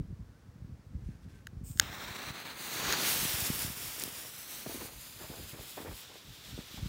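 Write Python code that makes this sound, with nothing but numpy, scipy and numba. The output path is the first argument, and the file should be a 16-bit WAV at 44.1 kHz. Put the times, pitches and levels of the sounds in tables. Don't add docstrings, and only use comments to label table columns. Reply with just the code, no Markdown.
import sys
import numpy as np
from scipy import signal
from scipy.fft import rfft, irfft, next_fast_len
from scipy.io import wavfile
from scipy.ndimage import uniform_filter1d, map_coordinates
from numba import njit

SR = 44100
rng = np.random.default_rng(int(sys.argv[2]) if len(sys.argv) > 2 else 0)


def linear_from_db(decibels):
    return 10 ** (np.asarray(decibels, float) / 20)


def unload_wav(signal):
    wavfile.write(
        sys.argv[1],
        SR,
        np.round(np.clip(np.atleast_2d(signal).T, -1, 1) * 32767).astype(np.int16),
    )


N = 303804
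T = np.arange(N) / SR


def curve(rows, fade_in=.005, fade_out=.01):
    s, *columns = np.transpose(rows)
    opening = np.clip((T - s[0]) / fade_in + 1, 0, 1)
    closing = np.clip((s[-1] - T) / fade_out + 1, 0, 1)
    return [opening * closing] + [np.interp(T, s, column) for column in columns]


def swells(rows):
    return sum(height * np.exp(-((T - s) / width) ** 2) for s, height, width in rows)


def walk(rate):
    hold = int(SR / rate)
    steps = np.repeat(rng.standard_normal(N // hold + 1), hold)
    return 1.35 * uniform_filter1d(uniform_filter1d(steps, hold), hold)[:N]


def grit(share, spread_db, size=16):
    strengths = np.minimum(rng.exponential(size=N // size + 1), 4)
    bursts = rng.standard_normal(N) * linear_from_db(spread_db * np.repeat(strengths, size)[:N])
    return (1 - share) * rng.standard_normal(N) + share * bursts / np.std(bursts)


def filtered(x, tone):
    size = next_fast_len(N)
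    hz, db = np.transpose(tone)
    bins_hz = np.arange(size // 2 + 1) * SR / size
    gain = linear_from_db(np.interp(np.log(bins_hz + 1), np.log(hz), db, left=-90, right=-90))
    return irfft(rfft(x, size) * gain, size)[:N]


def colour(x, tone):
    y = filtered(x, tone)
    return y / np.std(y)


def add(out, s, grain):
    i = int(s * SR)
    out[i:i + len(grain)] += grain[:N - i]


def wavelets(rows, cycles, glide, rise):
    out = np.zeros(N)
    phases = rng.random(len(rows))
    for (s, db, hz), phase in zip(rows, phases):
        c = np.arange(int(8 * cycles * SR / hz)) * hz / SR
        shape = (1 - np.exp(-(c / rise) ** 2)) * np.exp(-c / cycles)
        sinking = np.log1p(glide * c) / glide * (1 + glide * rise)
        wave = np.sin(2 * np.pi * (phase + sinking))
        start_s = max(s - shape.argmax() / SR, 0)
        add(out, start_s, linear_from_db(db) * shape / shape.max() * wave)
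    return out


def scatter(per_s, gain, hz, octaves, spread_db):
    slot = np.arange(400)
    when, size, pitch = rng.random((len(slot), 3)).T
    s = (slot + when) / per_s
    db = 20 * np.log10(np.interp(s, T, gain) + 1e-9) + spread_db * (2 * size - 1)
    rows = np.transpose([s, db, hz * 2 ** (octaves * (2 * pitch - 1))])
    return rows[(s < T[-1]) & (db > -75)]


def knock(modes, blows, treble_db=0):
    t = np.arange(SR // 40) / SR
    ring = np.zeros(len(t))
    for hz, db, t60 in modes:
        strength = linear_from_db(db + treble_db * np.log2(hz / 4000))
        ring += strength * np.sin(2 * np.pi * hz * t) * 1000. ** (-t / t60)
    ring = sum(size * np.roll(ring, int(ms * SR / 1000)) for ms, size in blows)
    ring = signal.sosfilt(signal.butter(5, 1450, "high", fs=SR, output="sos"), ring)
    return ring / np.abs(ring).max()


@njit
def notch(x, hz, depth, q):
    y, b, l = np.empty(len(x)), 0., 0.
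    for i in range(len(x)):
        g = np.tan(np.pi * hz[i] / SR)
        v = (b + g * (x[i] - l)) / (1 + g * (g + 1 / q))
        b, l, y[i] = 2 * v - b, l + 2 * g * v, x[i] - depth[i] * v / q
    return y


def fuse():
    # time_s, level_db
    burning = [(2.56, -56), (2.65, -44), (2.87, -37), (3.03, -35.5), (3.26, -37), (3.54, -41.5),
               (3.76, -47.5), (3.85, -44.5), (4.19, -47.5), (4.32, -53), (4.51, -49), (4.8, -48.5),
               (4.96, -55.5), (5.48, -52.5), (6.04, -53), (6.32, -61.5), (6.5, -54), (6.889, -55)]
    # time_s, change_db, half_width_s
    flares = [(2.935, 5, 0.0079), (3.2, 0, 0.027), (3.575, -1.5, .03), (3.64, 4, 0.054), (3.95, -1, 0.04),
              (5.22, 2, 0.036), (5.55, -5, 0.032), (5.85, -3, 0.13), (3.46, 1.5, .06), (4.75, 1, .04),
              (6.3, 3, 0.066)]
    # pitch_hz, level_db (per Hz)
    roar_tone = [(120, -4), (250, -1.5), (700, -4.5), (1500, -1), (2600, -10.5), (5000, -32)]
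    fizz_tone = [(900, -47), (1700, -6), (2500, -1), (3800, 0), (5500, -2), (7500, -6), (12000, -31)]
    spark_tone = [(4000, -16), (6500, -5), (8500, 0.5), (12000, 1), (15500, 3.5), (17000, -34)]
    on, fizz_db = curve(burning, fade_in=.05)
    torched = swells([(2.875, 1, 0.16)])
    in_tube = np.clip((T - 6.04) / 0.025 + 1, 0, 1)
    roar_db = -6 + 5 * torched
    spark_db = 1.5 - 8.5 * torched - 7 * in_tube
    sputter = walk(20.98) + 0.8 * walk(50)
    roar = linear_from_db(roar_db + 0.58 * sputter + 0.28 * walk(17)) * colour(grit(0.2, 6.6), roar_tone)
    fizz = linear_from_db(0.96 * sputter) * colour(grit(0.29, 1.9), fizz_tone)
    sparks = linear_from_db(spark_db + 1.26 * sputter) * colour(grit(0.29, 8.7), spark_tone)
    return on * linear_from_db(fizz_db + swells(flares)) * (roar + fizz + sparks)


def spits():
    # time_s, peak_db, pitch_hz
    cracks = [(1.301, -66, 3500), (1.715, -44, 4000), (1.799, -33, 800), (1.813, -36, 700),
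              (1.817, -40, 7000), (1.8215, -36, 6500), (1.951, -32, 7000), (2.05, -45, 4000),
              (3.9973, -21, 8000), (3.9993, -18.5, 8500), (4.0095, -27, 6500), (4.0124, -30, 2470),
              (4.0172, -25, 6000), (4.0202, -27, 4500), (4.024, -17, 9000), (4.025, -35, 3500),
              (4.0374, -20, 5000), (4.0378, -10.5, 12300), (5.946, -37, 6500), (6.061, -40, 5960),
              (6.141, -41, 8960)]
    return wavelets(cracks, cycles=0.75, glide=0.032, rise=0.27)


def lighter_gas():
    # time_s, level_db
    jet_levels = [(1.645, -59), (1.671, -54), (1.771, -54), (1.79, -50)]
    # time_s, level_db
    flame_levels = [(1.812, -43.5), (1.9, -45.5), (2.286, -43.5), (2.502, -48), (2.6, -49)]
    # pitch_hz, level_db (per Hz)
    jet_tone = [(1470, -38), (2500, -13), (4140, -19), (4440, -14), (5350, -11), (5970, -12), (6860, -5),
                (8080, 3), (10400, -7), (16000, -5)]
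    flame_tone = [(120, -7), (200, -3), (482, -7.5), (1500, -2.5), (3020, -7), (4040, -5), (4950, -10.5),
                  (8270, -18), (11500, -18.5), (14900, -16), (16000, -12)]
    flame_off_s = 2.925
    _, jet_db = curve(jet_levels)
    until_off = flame_levels + [(flame_off_s, flame_levels[-1][1])]
    lit, flame_db = curve(until_off, fade_in=0.004, fade_out=0.02)
    jet_on = curve([jet_levels[0], (1.8, 0)], fade_in=0.01, fade_out=0.0058)[0]
    jet = jet_on * linear_from_db(jet_db + 1.5 * walk(39.7))
    flame = lit * linear_from_db(flame_db + 1.43 + 1.9 * walk(60) + 0.3 * walk(16))
    return jet * colour(grit(0.08, 3.1), jet_tone) + flame * colour(grit(0.3, 6.2), flame_tone)


def shade(fire):
    # time_s, centre_hz, depth (0 to 1, negative lifts)
    hand = [(1.64, 10500, 0.7), (1.85, 10700, 0.8), (2.0, 10900, 0.76), (2.3, 12300, 0.56),
            (2.45, 11500, 0.2), (2.62, 12200, 0.75), (2.76, 10300, 0.1), (2.92, 9600, 0.55),
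            (3.02, 8550, 0)]
    narrow_dip = [(1.82, 4480, 1), (2.2, 5030, 0.6), (2.5, 5730, 0.8), (2.75, 5200, 0.5), (3.1, 5100, 0),
                  (3.3, 4140, 0.1), (3.5, 3950, 0.25), (4.1, 4150, 0.3), (4.4, 4560, 0)]
    mouth = [(1.9, 2900, 0.66), (2.4, 3250, 0.15), (2.8, 3200, 0.4), (2.95, 4200, -0.15), (3.15, 4100, 0),
             (4.9, 3400, 0.12), (5.4, 3387, -0.5), (6.89, 3600, -0.95)]
    for band, sharpness in ((hand, 2.1), (narrow_dip, 6.5), (mouth, 5.5)):
        present, hz, depth = curve(band, fade_out=0.076)
        fire = notch(fire, np.clip(hz, 100, .45 * SR), present * np.clip(depth, -2, 1), sharpness)
    return fire


def over_ground(x):
    # time_s, extra_delay_ms, strength (-1 to 1)
    bounce = [(1.6, .6, .5), (1.9, .56, .55), (2.2, .52, .55), (2.6, .46, .6), (2.8, .46, .6),
              (3.0, .45, .45), (3.2, .5, .5), (3.4, .57, .5), (4.0, .57, .4), (4.2, .57, .6),
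              (4.35, .53, .8), (4.6, .49, .65), (5.0, .432, .8), (5.4, .418, .8), (5.7, .4, .8),
              (6.0, .39, .7), (6.1, .385, .15), (6.89, .35, .15)]
    # pitch_hz, level_db
    soil_tone = [(1200, -22), (3300, -13), (4400, -4), (5600, -2), (8000, -3), (11000, -5), (16000, -9)]
    _, delay_ms, strength = curve(bounce)
    soil = filtered(x, soil_tone)
    for path, share in ((1, 0.47), (0.68, 0.2), (1.9, .25)):
        tremble = 1 + .012 * walk(9)
        delay = path * tremble * delay_ms * SR / 1000
        late = map_coordinates(soil, [np.arange(N) - delay], order=3)
        x = x + share * np.clip(strength * linear_from_db(2.5 * walk(6.06)), -.95, .95) * late
    return x


def trigger():
    # time_s, peak_db, treble_db (per octave)
    clicks = [
        (1.7739, -35, 1),
        (1.787, -42, -3),
        (1.7974, -2.2, 0.8),
        (2.9248, -14, 1),
    ]
    # pitch_hz, level_db, t60_s (time to die by 60 dB)
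    shell = [(1650, -7, 0.011), (2050, -8, 0.007), (3100, -9, 0.005), (4400, 3, 0.007), (5400, -5, 0.004),
             (6570, 2, 0.0038), (8400, -9, 0.0033), (9600, -15, 0.0025), (11300, -10, 0.003),
             (12900, -17, .002), (14800, -20, .002)]
    latch = [(1570, 6.5, 0.006), (2900, -5, 0.0032), (3840, -1, 0.0044), (5130, -16, 0.013),
             (6500, -5, 0.0091), (9900, -15, .02), (11500, -9, 0.0039), (14000, -22, 0.003)]
    out = np.zeros(N)
    add(out, 1.4698, linear_from_db(-32) * knock(latch, [(0, 0.55), (.4, 0.58), (1.05, .6)]))
    blows = [(.08, 0.19), (.25, 0.16), (.5, -1), (1.1, -0.7), (1.75, .12)]  # (ms, size)
    for s, db, treble_db in clicks:
        add(out, s, linear_from_db(db) * knock(shell, blows, treble_db))
    return out


def puffs():
    catching = linear_from_db(-38) * (T > 2.76) * (T < 3.17)
    chance = scatter(41, catching, hz=233, octaves=.2, spread_db=3.1)
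    return wavelets(chance, cycles=0.28, glide=0.53, rise=1.0)


def feet():
    # start_s, length_s, level_db
    presses = [(3.998, 0.3, -56.5), (4.664, 0.14, -48), (4.814, 0.11, -51.5), (5.2, 0.065, -48.5),
               (5.3, 0.14, -51.5), (5.535, 0.1, -50), (5.779, 0.049, -42), (5.851, 0.0623, -45.5),
               (6.1, 0.055, -55), (6.582, 0.039, -56), (6.778, 0.083, -56)]
    # time_s, peak_db, pitch_hz
    clods = [(3.982, -43, 484), (4.029, -43, 487), (4.038, -35, 338), (4.056, -39, 345), (4.079, -36, 350),
             (4.251, -42.5, 541), (4.665, -29.5, 490), (4.672, -34, 222), (4.696, -34, 456),
             (4.747, -34, 377), (4.757, -34, 357), (4.776, -39, 373), (4.832, -41, 333), (4.894, -41, 476),
             (5.214, -43, 339), (5.302, -35, 301), (5.317, -40, 404), (5.398, -40, 420), (5.549, -43, 474),
             (5.593, -40, 780), (5.609, -42, 335), (5.778, -37, 810), (5.804, -33, 325), (5.85, -45, 443),
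             (5.869, -35.5, 387), (5.89, -48, 420), (6.157, -41, 602), (6.579, -36, 420)]
    # pitch_hz, level_db (per Hz)
    crunch_tone = [(90, -16), (180, -11), (330, -2.5), (550, -4.5), (900, -7.5), (2800, -17)]
    heel_s, lift_s, settle_db = .01, 0.035, -7
    weight = np.zeros(N)
    for s, length, db in presses:
        on, press_db = curve([(s, db), (s + length, db + settle_db)], heel_s, lift_s)
        weight += on * linear_from_db(press_db)
    crumble = weight * linear_from_db(3.1 * walk(70)) * colour(grit(0.72, 2.0, size=128), crunch_tone)
    crumbs = scatter(60, weight * linear_from_db(4.5), hz=517, octaves=.7, spread_db=8.8)
    cracks = wavelets(np.vstack([clods, crumbs]), cycles=0.76, glide=0.6, rise=0.58)
    return linear_from_db(-2) * crumble + cracks


def wind():
    # time_s, level_db
    breeze = [(0, -45.5), (1.9, -63.5), (2.4, -60), (2.84, -51), (3.6, -49.5), (3.95, -56.5), (5.1, -55),
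              (5.5, -46), (5.75, -60), (6.45, -56), (6.89, -49)]
    # time_s, peak_db, half_width_s
    gusts = [(0, -33, 0.01), (.1, -43, 0.033), (.2, -38, 0.026), (.66, -45.5, 0.12), (.96, -39, 0.049),
             (1.08, -39, 0.048), (1.26, -42.5, 0.045), (1.58, -52, 0.038), (1.74, -42.5, 0.29),
             (1.87, -50, 0.034), (2.28, -45, 0.047), (3.25, -45, 0.074), (3.4, -49, 0.04),
             (3.52, -33.5, 0.04), (3.66, -44, .05), (3.84, -47.5, 0.036), (4.05, -54, .06),
             (4.68, -52, 0.046), (4.82, -52, 0.071), (5.22, -44.5, 0.017), (5.58, -58, 0.042),
             (5.88, -46, 0.05), (6.3, -41.5, 0.028), (6.54, -42, 0.053), (6.83, -35, 0.047)]
    # time_s, peak_db, pitch_hz
    eddies = [(0.111, -34.5, 146), (0.129, -34.5, 147), (0.2, -35, 93), (0.649, -34, 127),
              (0.726, -34.5, 90.5), (0.869, -40, 103), (0.954, -28, 99), (1.025, -35, 85), (1.064, -31, 66),
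              (1.092, -30.5, 138), (1.263, -38, 150), (1.57, -32.5, 90), (1.636, -33, 109),
              (1.71, -32.5, 113), (1.764, -36, 79), (2.109, -36.5, 116), (2.305, -34, 145),
              (3.232, -31, 182), (3.254, -30, 180), (3.344, -32, 96), (3.425, -33, 105), (3.503, -23, 201),
              (3.65, -30, 139), (3.703, -34, 177), (6.546, -37, 91), (6.591, -30, 197), (6.744, -38, 197),
              (6.793, -34, 140), (6.831, -25, 111), (6.862, -27, 133.6)]
    # pitch_hz, level_db (per Hz)
    wind_tone = [(12, -30), (20, -16), (53, 6), (107, -0.5), (304, -11.5), (380, -27), (435, -23.5),
                 (505, -31), (700, -54), (910, -62), (1540, -120)]
    flow = linear_from_db(curve(breeze)[1]) + swells([(s, linear_from_db(db), width) for s, db, width in gusts])
    rumble = flow * linear_from_db(-9 + 4.1 * walk(22)) * colour(rng.standard_normal(N), wind_tone)
    swirls = scatter(23, flow * linear_from_db(1), hz=124, octaves=0.4, spread_db=5.9)
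    return rumble + wavelets(np.vstack([eddies, swirls]), cycles=0.49, glide=1.0, rise=0.63)


def sleeve():
    # time_s, peak_db, half_width_s
    rubs = [(1.094, -70, 0.078), (1.235, -70, .02), (1.3, -70, .015), (1.36, -69.5, 0.067)]
    cloth_tone = [(1500, 3), (3000, -5), (9000, -11), (16000, -20)]  # (Hz, dB per Hz)
    rub = swells([(s, linear_from_db(db), width) for s, db, width in rubs])
    return rub * colour(grit(.6, 4.1), cloth_tone)


def bird():
    # start_s, length_s, pitch_hz, level_db
    calls = [(.25, 0.28, 1520, -76), (1.085, 0.091, 1515, -70), (1.317, 0.11, 1550, -68)]
    waver = np.cumsum(25 * walk(30)) / SR
    out = np.zeros(N)
    for s, length, hz, db in calls:
        swell = np.sin(np.pi * np.clip((T - s) / length, 0, 1))
        out += linear_from_db(db) * swell * np.sin(2 * np.pi * (hz * T + waver))
    return out


def field():
    # pitch_hz, level_db (per Hz)
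    hum_tone = [(59, -39), (100, -8.5), (350, -15), (471, -16.5), (691, -21.5), (1520, -24), (2860, -32.5),
                (5530, -33.5), (10500, -41.5), (15000, -42.5), (16000, -38)]
    return linear_from_db(-64 + 0.2 * walk(3.25)) * colour(rng.standard_normal(N), hum_tone)


def scene():
    fire = shade(lighter_gas() + fuse()) + spits()
    mono = over_ground(fire) + trigger() + puffs() + feet() + wind() + sleeve() + bird() + field()
    return np.array([mono, mono])


def top_cut(x):
    return signal.sosfilt(signal.butter(12, 16980, fs=SR, output="sos"), x)


def record(dry):
    x = signal.sosfilt(signal.butter(3, 40, "high", fs=SR, output="sos"), dry)
    x = signal.sosfilt(signal.ellip(10, .3, 45, 15800, fs=SR, output="sos"), x)
    return top_cut(x)


dry = scene()
out = record(dry)
unload_wav(out)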